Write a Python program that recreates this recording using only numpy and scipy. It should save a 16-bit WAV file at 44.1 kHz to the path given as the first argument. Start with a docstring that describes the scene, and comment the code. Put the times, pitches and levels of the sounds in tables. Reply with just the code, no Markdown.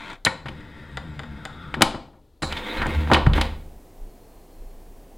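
"""In a kitchen, a stand mixer is handled on a wooden counter with its motor off. At the near place, left of
centre, the latch snaps and the head tilts up on a rubbing, ticking hinge and clacks against its stop. Then,
farther off and centred, the latch snaps again, the head scrapes down and clatters into its lock, and the
machine rocks on its feet with its steel bowl. Bursts of noise ring metal bodies for the contacts, dense tiny
slips make the rubs, wavering tones the judder and squeaks, and decaying noise the room."""
import sys
import numpy as np
from scipy import signal
from scipy.fft import rfft, irfft
from scipy.io import wavfile
from scipy.ndimage import uniform_filter1d

SR = 44100
rng = np.random.default_rng(int(sys.argv[2]) if len(sys.argv) > 2 else 0)


def transcribe(u):
    """Save the signal u as a 16-bit wav file named by the first command-line argument.

    u: samples, shape (n,) or (channels, n), limited to [-1, 1]; the rate is SR.
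    q: integer samples, one column per channel.
    """
    v = np.clip(np.atleast_2d(u).T, -1, 1)
    q = np.round(v * 32767).astype(np.int16)
    wavfile.write(sys.argv[1], SR, q)


N = 228129
TIME = np.arange(N) / SR
TAPS = 8192  # length of a body's ringing, in samples
HZ = np.fft.rfftfreq(TAPS, 1 / SR)
FAR_FROM_S = 2.419  # from here on the mixer is heard from the far place
EDGE_HZ = 15950  # upper band limit of the microphone signal
ATTACK_S = .025  # a rubbing stroke takes hold in this time
SHAKE_DB, SHAKE_T60_S = -24, .8  # trembling of the head after a contact: level against it, decay

# Still kitchen at each place, colour before levelling: pitch_hz, colour_db
STILL_NEAR_COLOUR = [(24, -13), (45, -0.5), (170, -17.5), (325, -15), (490, -18.5), (800, -26.5),
                     (1500, -37), (2400, -40), (4000, -36), (5500, -43.5), (15500, -45)]
STILL_FAR_COLOUR = [(29, -37), (50, -3.5), (59, -15.5), (103, -9.5), (119, -25), (148, -12.5), (184, -16),
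                    (397, -14), (583, -19.5), (707, -18), (1390, -34.5), (1850, -34.5), (3820, -39.5),
                    (4200, -40), (15800, -39.5)]
STILL_NEAR_DB, STILL_FAR_DB = -58, -50.5
# Deep rumble of the counter and the handling, before its trim: start_s, level_db
RUMBLE_LEVEL = [(0.0, -48), (1.24, -55), (1.81, -46), (1.87, -32), (2.12, -56), (2.38, -58), (2.45, -36),
                (2.72, -40), (2.81, -27), (3.11, -42), (3.28, -25), (3.95, -50), (4.02, -29), (4.12, -45),
                (4.52, -48), (4.61, -35), (5.11, -47), (5.17, -38)]

# Rubbing strokes, each a push that lets go: start_s, end_s, level_db, change_db over the stroke, release_t60_s
LEVER_PRESS = (-.03, .135, -38.3, -.5, .13)  # the release lever, already moving
NEAR_LIFT = (.44, 1.8, -44.7, .5, .3)
FAR_LOWER = (2.48, 3.1, -32.3, -2.3, .2)
LOCK_SETTLE = (3.335, 3.4, -26, -3, .42)  # the head settles in its lock
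# Broad colours of the rubs: pitch_hz, colour_db
LEVER_COLOUR = [(60, -16), (100, -6), (160, 5), (300, 4), (480, -12), (700, -7), (980, -4.5), (1900, -8.5),
                (2400, -3), (2800, -13), (3400, -9), (4100, -14.5), (5000, -24.5), (8000, -27.5),
                (15000, -45)]
NEAR_LIFT_COLOUR = [(60, -13), (100, -4.5), (150, -4.5), (230, -12), (320, -7.5), (420, -21), (700, -22.5),
                    (1000, -26), (1880, -24.5), (2900, -31), (3750, -30), (4400, -41), (5000, -36),
                    (5800, -47.5), (8000, -46), (15000, -59)]
FAR_LOWER_COLOUR = [(100, -54), (170, -14.5), (221, 2.5), (267, -7.5), (310, 0), (403, -13), (523, -9),
                    (643, -13), (919, -14), (1310, -20), (2220, -14.5), (2780, -19), (3680, -22),
                    (5350, -36), (15000, -43)]
# Resonances that rubbing brings out, lift before wavering: pitch_hz, width_hz, lift_db
RUB_RESONANCES = [(530, 14, 4), (900, 66, 8), (1150, 14, -10), (1400, 200, 6), (1850, 100, 6),
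                  (2160, 50, -2), (2450, 60, -3), (3400, 300, -1), (3850, 120, -1), (4700, 200, -11)]
# Early echoes from the bowl, the counter and the wall: delay_s, level_db against the direct sound
NEAR_ECHOES = [(.0019, -8.5), (.0043, -11), (.0071, -19.5), (0.0102, -5.5), (0.0166, -14), (0.0238, -15.5)]

# Small ticks in the lever and the hinge: start_s, level_db, treble_db
TICK_EVENTS = [(.102, -32, -5), (.1315, -51, 24), (.6058, -45, -2), (.9717, -22.5, -5), (1.193, -26, -7.5),
               (1.2335, -33, -12), (1.4524, -24.5, 1.5), (2.868, -35, 21)]
# Broad colour of a tick: pitch_hz, colour_db
TICK_COLOUR = [(100, -16.5), (500, -1.5), (900, -4.5), (1900, 0), (2600, -8.5), (3500, -6), (5000, -12.5),
               (6000, -18), (7200, -15), (8000, -17.5), (8800, -17.5), (10000, -27.5), (16000, -36)]
# What a tick rings with: pitch_hz, width_hz, lift_db
TICK_RESONANCES = [(800, 70, 2), (1455.5, 170, 3.5), (1995, 80, 4), (3000, 44, 2.5), (3600, 190, 7),
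                   (4860, 130, 6), (7100, 250, 6), (8620, 350, 4)]

# Snaps of the steel latch: start_s, level_db, chatter_s, room_db (sent to the room, against the snap)
LATCH_SNAPS = [(0.2499, -9, 0.0027, -10), (2.4222, -31, 0.021, 4)]
# Broad colour of the latch: pitch_hz, colour_db
LATCH_COLOUR = [(100, -57), (600, 2), (1400, 1), (2500, -10), (5000, 2.5), (6500, -0.5), (10000, -3.5),
                (12000, -21), (16000, -21.5)]
# What the latch rings with: pitch_hz, width_hz, lift_db
LATCH_RESONANCES = [(4040, 232.7, 20), (3950, 50, 10.5), (4750, 300, -10), (7360, 510, 9), (9360, 87, 12),
                    (10140, 210, 1)]

# Knocks of the head, lock and bowl; the long-chatter row at 1.764 s is the head dragging just before its stop:
# start_s, level_db, corner_hz of the contact, corner_q (sharpness), bass_db, chatter_s
CONTACT_EVENTS = [(.253, -24.5, 8500, 1.3, -27, .0074), (.260, -16, 2400, 1.8, -4, .0078),
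                  (.2665, -10.5, 1900, 2.5, -2.5, .0094), (.2762, -19, 230, 2, 2, .0041),
                  (.458, -29.5, 1700, 1, -3, .013), (.484, -28, 2800, 1.4, 5, .0078),
                  (1.741, -20.5, 2000, 1.5, -9, .009), (1.764, -31, 450, 1.5, -3, .08),
                  (1.8092, -13, 1100, .48, -11, .0068), (1.820, -1.5, 6000, .72, -14, .0042),
                  (1.824, -7, 1050, 1.6, -11, .0038), (1.8298, -12.5, 900, .48, -5, .003),
                  (1.921, -31.5, 1200, .6, 5, .0078), (1.945, -26.5, 900, 1, -2, .015),
                  (2.133, -53, 1000, 1.2, 2, .033), (2.421, -23, 2500, .9, 5.5, .0071),
                  (2.429, -20.5, 1700, 1.1, 4, .014), (2.524, -21.5, 3300, 1.4, -16.5, .0055),
                  (2.568, -30, 3000, 1.5, -20, .024), (2.794, -25.5, 2000, 1.9, 6, .016),
                  (2.8177, -19, 1900, 1.5, -5, .011), (2.858, -22.5, 1900, 1.2, 11, .03),
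                  (3.074, -26, 1500, 1.2, -11, .0058), (3.099, -17.5, 950, 2.5, -11, .0074),
                  (3.115, -7, 1050, .8, -7, .016), (3.134, -12, 4200, 2.2, -6.5, .0057),
                  (3.1443, -9.5, 2700, 2.5, -11, .0074), (3.1637, -16, 1300, 1.2, -20, .012),
                  (3.2639, -14, 1500, 1.36, 2, .0065), (3.3344, -19, 3400, 3.6, 9, .0059),
                  (3.353, -25.5, 1100, .3, 3, .0041), (3.3798, -14, 1350, .85, .5, .0059),
                  (3.412, -14.5, 3900, .95, -1, .007)]
# Broad colour of a contact on the cast housing: pitch_hz, colour_db
HOUSING_COLOUR = [(30, -8.5), (90, 3), (300, 2), (440, -4), (900, -0.5), (2000, -4), (4000, -2),
                  (5000, -14), (5500, -11.5), (8000, -5), (11000, -5.5), (16000, -8.5)]
# What the cast housing rings with: pitch_hz, width_hz, lift_db
HOUSING_RESONANCES = [(145.3, 25, 1), (225, 21, -0.5), (320, 63, 1.5), (531, 28, 2.5), (792, 40, -8),
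                      (894.4, 25, -3.5), (985, 30, -10.5), (1160, 30, -11.5), (1460, 35, 5),
                      (1620, 30, -9.5), (1854, 51, 5.5), (2237, 35, 4), (2400, 16, 0.5), (3016, 56, 3),
                      (3450, 200, -11), (4930, 300, 9), (10400, 670, -2.5)]

# Decay of the room: pitch_hz, t60_s
ROOM_DECAY = [(60, .65), (250, 0.72), (1000, 0.43), (2500, 0.42), (4500, .41), (8000, .37), (15000, 0.12)]
# Colour of the room before levelling: pitch_hz, colour_db
ROOM_TONE = [(60, 1.5), (130, -5.5), (300, 0), (600, 3), (1000, 4.5), (1700, -4), (2700, -2.5),
             (4200, -0.5), (6000, -4.5), (9000, -4), (15000, -6.5)]

# Stick-slip judder of the hinge as the head is lifted, then lowered, before its trim: start_s, level_db
NEAR_JUDDER_LEVEL = [(0.44, -49), (0.458, -39), (0.742, -48), (1.102, -33), (1.258, -40), (1.306, -34),
                     (1.484, -46), (1.742, -39), (1.8, -30)]
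FAR_JUDDER_LEVEL = [(2.43, -33), (2.498, -33), (2.692, -57), (2.83, -30), (2.864, -39), (2.982, -21),
                    (3.246, -27), (3.264, -18), (3.8, -55)]
# Harmonics of the judder, before levelling: multiple, level_db
NEAR_HARMONICS = [(1, 1), (2, 2.5), (3, -3), (4, -12)]
FAR_HARMONICS = [(1, -5), (2, -18), (3, -19.5), (4, -25)]

# Fuzzy sinking tones; the hinge sings lower as the head tilts, the last row is a faint thin whine in the quiet:
# start_s, end_s, first_hz, last_hz, width_hz, level_db
SINKING_TONES = [(.45, 1.2, 2000, 1750, 200, -55), (1.3, 1.85, 1480, 1250, 190, -48),
                 (1.38, 1.85, 3620, 3450, 260, -55.5), (.85, 1.32, 8350, 7050, 300, -74),
                 (3.9, 5.0, 4330, 4190, 170, -74)]
# Squeaky catches of the hinge: start_s, length_s, pitch_hz, level_db
HINGE_CATCHES = [(2.499, .041, 2354, -34), (2.554, .038, 3450, -35), (2.613, .1, 3520, -38),
                 (2.69, .044, 3830, -33.5), (2.773, .028, 3970, -34.5), (2.794, .08, 1535, -31)]

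# The machine bouncing on its feet: start_s, level_db
FOOT_BOUNCES = [(3.2709, 1.5), (3.318, -10.5)]
# What a bounce booms with, before the bounce level: pitch_hz, level_db, t60_s
COUNTER_BOOM = [(44.9, -15.5, 0.69), (74.9, -16.5, 0.59), (118, -8, 0.124), (143, -10, 0.126),
                (212.5, -22, 0.16)]

# Lean of the near place across the two channels: pitch_hz, left_minus_right_db
NEAR_LEAN = [(60, 2.0), (400, 2.1), (1300, 3.0), (15000, 3)]


def amp(db):
    """Decibels to gain."""
    return 10 ** (np.asarray(db) / 20)


def unit(x):
    """Scales to rms 1."""
    return x / np.sqrt(np.mean(abs(x) ** 2) + 1e-20)


def read(points, hz):
    """Joins (pitch_hz, value) points on a log pitch axis."""
    f, value = np.transpose(points)
    return np.interp(np.log(hz + 1), np.log(f + 1), value)


def level(rows):
    """Gain over time from (start_s, level_db) rows, silent outside their span."""
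    start_s, level_db = np.transpose(rows)
    inside = (TIME >= start_s[0]) * (TIME <= start_s[-1])
    gain = amp(np.interp(TIME, start_s, level_db)) * inside
    return uniform_filter1d(gain, size=200)


def drift(rate_hz):
    """Smoothed random wander of rms 1; a higher rate wanders faster."""
    knots = np.arange(0, N / SR + 1, 1 / (4 * rate_hz))
    values = np.convolve(rng.standard_normal(len(knots)), np.hanning(5), "same")
    return unit(np.interp(TIME, knots, values))


def add(mix, start_s, sound):
    """Mixes a sound in at its start time, cut at the end of the mix."""
    part = mix[round(start_s * SR):][:len(sound)]
    part += sound[:len(part)]


def decay(t, t60_s):
    """Exponential fall of 60 dB in t60_s."""
    return np.exp(-np.log(1000) * t / t60_s)


def body(colour, resonances=()):
    """Causal frequency response: a broad colour with ringing resonances standing out of it."""
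    log_gain = np.log(amp(np.maximum(read(colour, HZ), -100)))
    mirrored = np.r_[log_gain, log_gain[-2:0:-1]]
    broad = np.exp(np.conj(signal.hilbert(mirrored)))[:len(HZ)]  # minimum phase
    ringing = sum(amp(db) / (1 + 2j * (HZ - hz) / width) for hz, width, db in resonances)
    return broad * (1 + ringing)


def through(x, response):
    """Passes a sound through a frequency response whose ringing fades out."""
    fade = np.minimum(1, np.linspace(4, 0, TAPS)) ** 2
    return signal.oaconvolve(x, irfft(response) * fade)[:N]


def strike(response, chatter_s):
    """A contact is a dying chatter, even in all bands, that drives a body."""
    fade = np.exp(-np.arange(TAPS) / SR / max(chatter_s, 1e-4))
    burst = rng.standard_normal(TAPS) * fade
    for _ in range(3):
        flat = irfft(np.exp(1j * np.angle(rfft(burst))))  # same phases, equal strength in every band
        burst = flat * np.minimum(1, 4 * fade)
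    chatter = unit(burst) * np.sqrt(np.mean(fade ** 2))
    return through(chatter, unit(response))


def echoed(x):
    """Hard surfaces close by repeat a sound and comb its spectrum."""
    out = x.copy()
    for delay_s, db in NEAR_ECHOES:
        add(out, delay_s, amp(db) * x)
    return out / np.sqrt(1 + sum(amp(db) ** 2 for _, db in NEAR_ECHOES))


def stroke(start_s, end_s, level_db, change_db, release_t60_s):
    """Gain of one push: attack, a hold that slowly gains or loses force, release."""
    progress = np.clip((TIME - start_s) / (end_s - start_s), 0, 1)
    attack = np.clip((TIME - start_s) / ATTACK_S, 0, 1)
    release = decay(np.maximum(TIME - end_s, 0), release_t60_s)
    return attack * amp(level_db + change_db * progress) * release


def rub(push, colour, slips_per_s, spread_db, uneven_db, shift_db=-0.5):
    """Many tiny slips drive the housing; as the contact moves, its resonances swell and fade in turn."""
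    slips = rng.standard_normal(N) * (rng.random(N) < slips_per_s / SR)
    slips *= amp(spread_db * np.minimum(rng.exponential(1, N), 3))  # a few slips are much stronger
    drive = through(slips * amp(uneven_db * drift(rate_hz=21)), body(colour))
    sound = drive.copy()
    for hz, width_hz, lift_db in RUB_RESONANCES:
        r = np.exp(-np.pi * abs(width_hz) / SR)
        pole = r * np.exp(2j * np.pi * hz / SR)
        ring = 2 * signal.lfilter([1 - r], [1, -pole], drive).real
        sound += ring * amp(lift_db + shift_db * drift(rate_hz=16))
    return unit(echoed(sound)) * stroke(*push)


def judder(gain, harmonics, hz, wander, flutter_db):
    """A low vibration whose pitch wanders and whose harmonics flutter separately."""
    turns = np.cumsum(hz * (1 + wander * drift(rate_hz=25))) / SR
    wave = np.zeros(N)
    for multiple, db in harmonics:
        tone = np.sin(2 * np.pi * (multiple * turns + rng.random()))
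        wave += amp(db + flutter_db * drift(rate_hz=25)) * tone
    return unit(wave) * gain


def still(colour, db):
    """Steady room air and microphone hiss: noise in the colour of the place."""
    return amp(db) * unit(through(rng.standard_normal(N), body(colour)))


def lever_press():
    """The release lever rubs in sparse slips as it is pressed."""
    return rub(LEVER_PRESS, LEVER_COLOUR, slips_per_s=3000, spread_db=1.5, uneven_db=0.5)


def counter_rumble():
    """The counter and the handling rumble on one deep, wandering tone."""
    return judder(amp(-2.5) * level(RUMBLE_LEVEL), [(1, 0)], hz=27, wander=0.13, flutter_db=2.5)


def ticks(chatter_s=0.0022, treble_hz=6000, rebound_db=-4):
    """The lever and hinge let go in small slips, each followed by a duller rebound."""
    out, hinge = np.zeros(N), body(TICK_COLOUR, TICK_RESONANCES)
    dull = hinge / (1 + 1j * HZ / 2500) ** 2
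    for start_s, db, treble_db in TICK_EVENTS:
        tilt = body([(treble_hz / 2, 0), (treble_hz, treble_db)])
        add(out, start_s, amp(db) * strike(hinge * tilt, chatter_s))
        add(out, start_s + .004, amp(db + rebound_db) * strike(dull, .006))
    return out


def latch():
    """The sprung catch rings high; returns the direct sound and what it sends into the room."""
    out, send = np.zeros(N), np.zeros(N)
    steel = body(LATCH_COLOUR, LATCH_RESONANCES)
    for start_s, db, chatter_s, room_db in LATCH_SNAPS:
        snap = amp(db) * strike(steel, chatter_s)
        add(out, start_s, snap)
        add(send, start_s, amp(room_db) * snap)
    return out, send


def knocks_and_drag():
    """Metal meets or drags on metal; a softer contact has a lower corner and stirs less treble."""
    out, housing = np.zeros(N), body(HOUSING_COLOUR, HOUSING_RESONANCES)
    for start_s, db, corner_hz, corner_q, bass_db, chatter_s in CONTACT_EVENTS:
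        u = 1j * HZ / corner_hz
        contact = 1 / (1 + u / max(corner_q, .2) + u ** 2)
        weight = 1 + (amp(bass_db) - 1) / (1 + 1j * HZ / 400)  # bass below about 400 Hz
        add(out, start_s, amp(db) * strike(housing * contact * weight, chatter_s))
    return out


def kitchen(x, build_s=0.0027):
    """Dense reflections build up and die, the high treble soonest."""
    hz, t, z = signal.stft(rng.standard_normal(SR), SR, nperseg=256)
    z = z * amp(read(ROOM_TONE, hz))[:, None]
    z = z * decay(t, read(ROOM_DECAY, hz)[:, None])
    build = 1 - np.exp(-(np.arange(SR) / SR / build_s) ** 2)
    tail = signal.istft(z, SR, nperseg=256)[1][:SR] * build
    mid_gain = np.sqrt(np.mean(abs(rfft(tail)[300:3000]) ** 2))  # 300 to 3000 Hz
    return signal.oaconvolve(x, tail / mid_gain)[:N]


def near_glide():
    """The greased hinge slides evenly on the first lift, in very dense slips."""
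    return rub(NEAR_LIFT, NEAR_LIFT_COLOUR, slips_per_s=20000, spread_db=.5, uneven_db=.7)


def shaken(hits):
    """Gain of the trembling that the energy of the contacts leaves in the head."""
    keep = np.exp(-2 * np.log(1000) / (SHAKE_T60_S * SR))
    return amp(SHAKE_DB) * np.sqrt(signal.lfilter([1 - keep], [1, -keep], hits ** 2))


def near_judder(hits):
    """The hinge sticks and slips on the first lift; contacts set the head trembling at the same pitch."""
    gain = amp(-2) * level(NEAR_JUDDER_LEVEL) + shaken(hits)
    return judder(gain, NEAR_HARMONICS, hz=73.9, wander=.06, flutter_db=3.5)


def whistles(broken_db=2):
    """Fuzzy tones swell and fade while their pitch sinks."""
    out = np.zeros(N)
    for start_s, end_s, first_hz, last_hz, width_hz, db in SINKING_TONES:
        progress = np.clip((TIME - start_s) / (end_s - start_s), 0, 1)
        hz = first_hz + (last_hz - first_hz) * progress
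        turn = np.exp(2j * np.pi * np.cumsum(hz) / SR)
        fuzz = (drift(width_hz) + 1j * drift(width_hz)) * amp(broken_db * drift(rate_hz=18))
        out += amp(db) * unit((turn * fuzz).real) * np.sin(np.pi * progress)
    return out


def far_judder():
    """The hinge sticks and slips as the head is lowered, with weaker harmonics."""
    return judder(amp(.3) * level(FAR_JUDDER_LEVEL), FAR_HARMONICS, hz=74.4, wander=0.0348, flutter_db=2)


def far_scrape():
    """The head scrapes down as it is lowered, in sparser, more uneven slips."""
    return rub(FAR_LOWER, FAR_LOWER_COLOUR, slips_per_s=4000, spread_db=2.0, uneven_db=2.7)


def catches(width_hz=260, second_ratio=.62, second_db=-5):
    """The dry hinge briefly rasps on a pair of fuzzy pitches."""
    out = np.zeros(N)
    fuzz = [unit(drift(width_hz) + 1j * drift(width_hz)) for _ in range(2)]
    for start_s, length_s, hz, db in HINGE_CATCHES:
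        swell = np.sin(np.pi * np.clip((TIME - start_s) / length_s, 0, 1))
        angle = 2 * np.pi * hz * TIME
        first = fuzz[0] * np.exp(1j * angle)
        second = amp(second_db) * fuzz[1] * np.exp(1j * second_ratio * angle)
        out += amp(db) * swell * unit((first + second).real)
    return echoed(out)


def rocking(rise_s=0.0012):
    """The weight of the head drops onto the feet and the counter booms."""
    out, t = np.zeros(N), np.arange(SR) / SR
    boom = sum(amp(db) * decay(t, t60_s) * np.sin(2 * np.pi * hz * t) for hz, db, t60_s in COUNTER_BOOM)
    for start_s, db in FOOT_BOUNCES:
        add(out, start_s, -amp(db) * boom * (1 - np.exp(-t / rise_s)))
    return out


def lock_settle():
    """The head settles in its lock with a short rub of very unequal slips."""
    return rub(LOCK_SETTLE, FAR_LOWER_COLOUR, slips_per_s=8000, spread_db=5, uneven_db=2)


def scene():
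    """One microphone signal, leaning left at the near place and centred at the far one."""
    far = TIME >= FAR_FROM_S
    air = np.where(far, still(STILL_FAR_COLOUR, STILL_FAR_DB), still(STILL_NEAR_COLOUR, STILL_NEAR_DB))
    clicks = ticks()
    snaps, snap_send = latch()
    hits = knocks_and_drag()
    rubs = lever_press() + near_glide() + far_scrape() + lock_settle()
    lows = counter_rumble() + near_judder(hits) + far_judder() + rocking()
    squeaks = whistles() + catches()
    hit_send = hits * np.where(far, amp(-6), amp(-9))  # more room from the far place
    room = kitchen(hit_send + amp(-6.5) * clicks + snap_send)
    mono = hits + clicks + snaps + rubs + lows + squeaks + room + air
    lean = np.sqrt(body(NEAR_LEAN))  # half the difference up on the left, half down on the right
    return np.where(far, mono, [through(mono, lean), through(mono, 1 / lean)])


def record(dry):
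    """The loudest peaks overload softly; then the treble ends at the band limit."""
    held = dry / (1 + abs(dry) ** 6) ** (1 / 6)
    low_pass = signal.firwin(511, EDGE_HZ, window=("kaiser", 9), fs=SR)
    return signal.oaconvolve(held, low_pass[None], "same")


dry = scene()
out = record(dry)
transcribe(out)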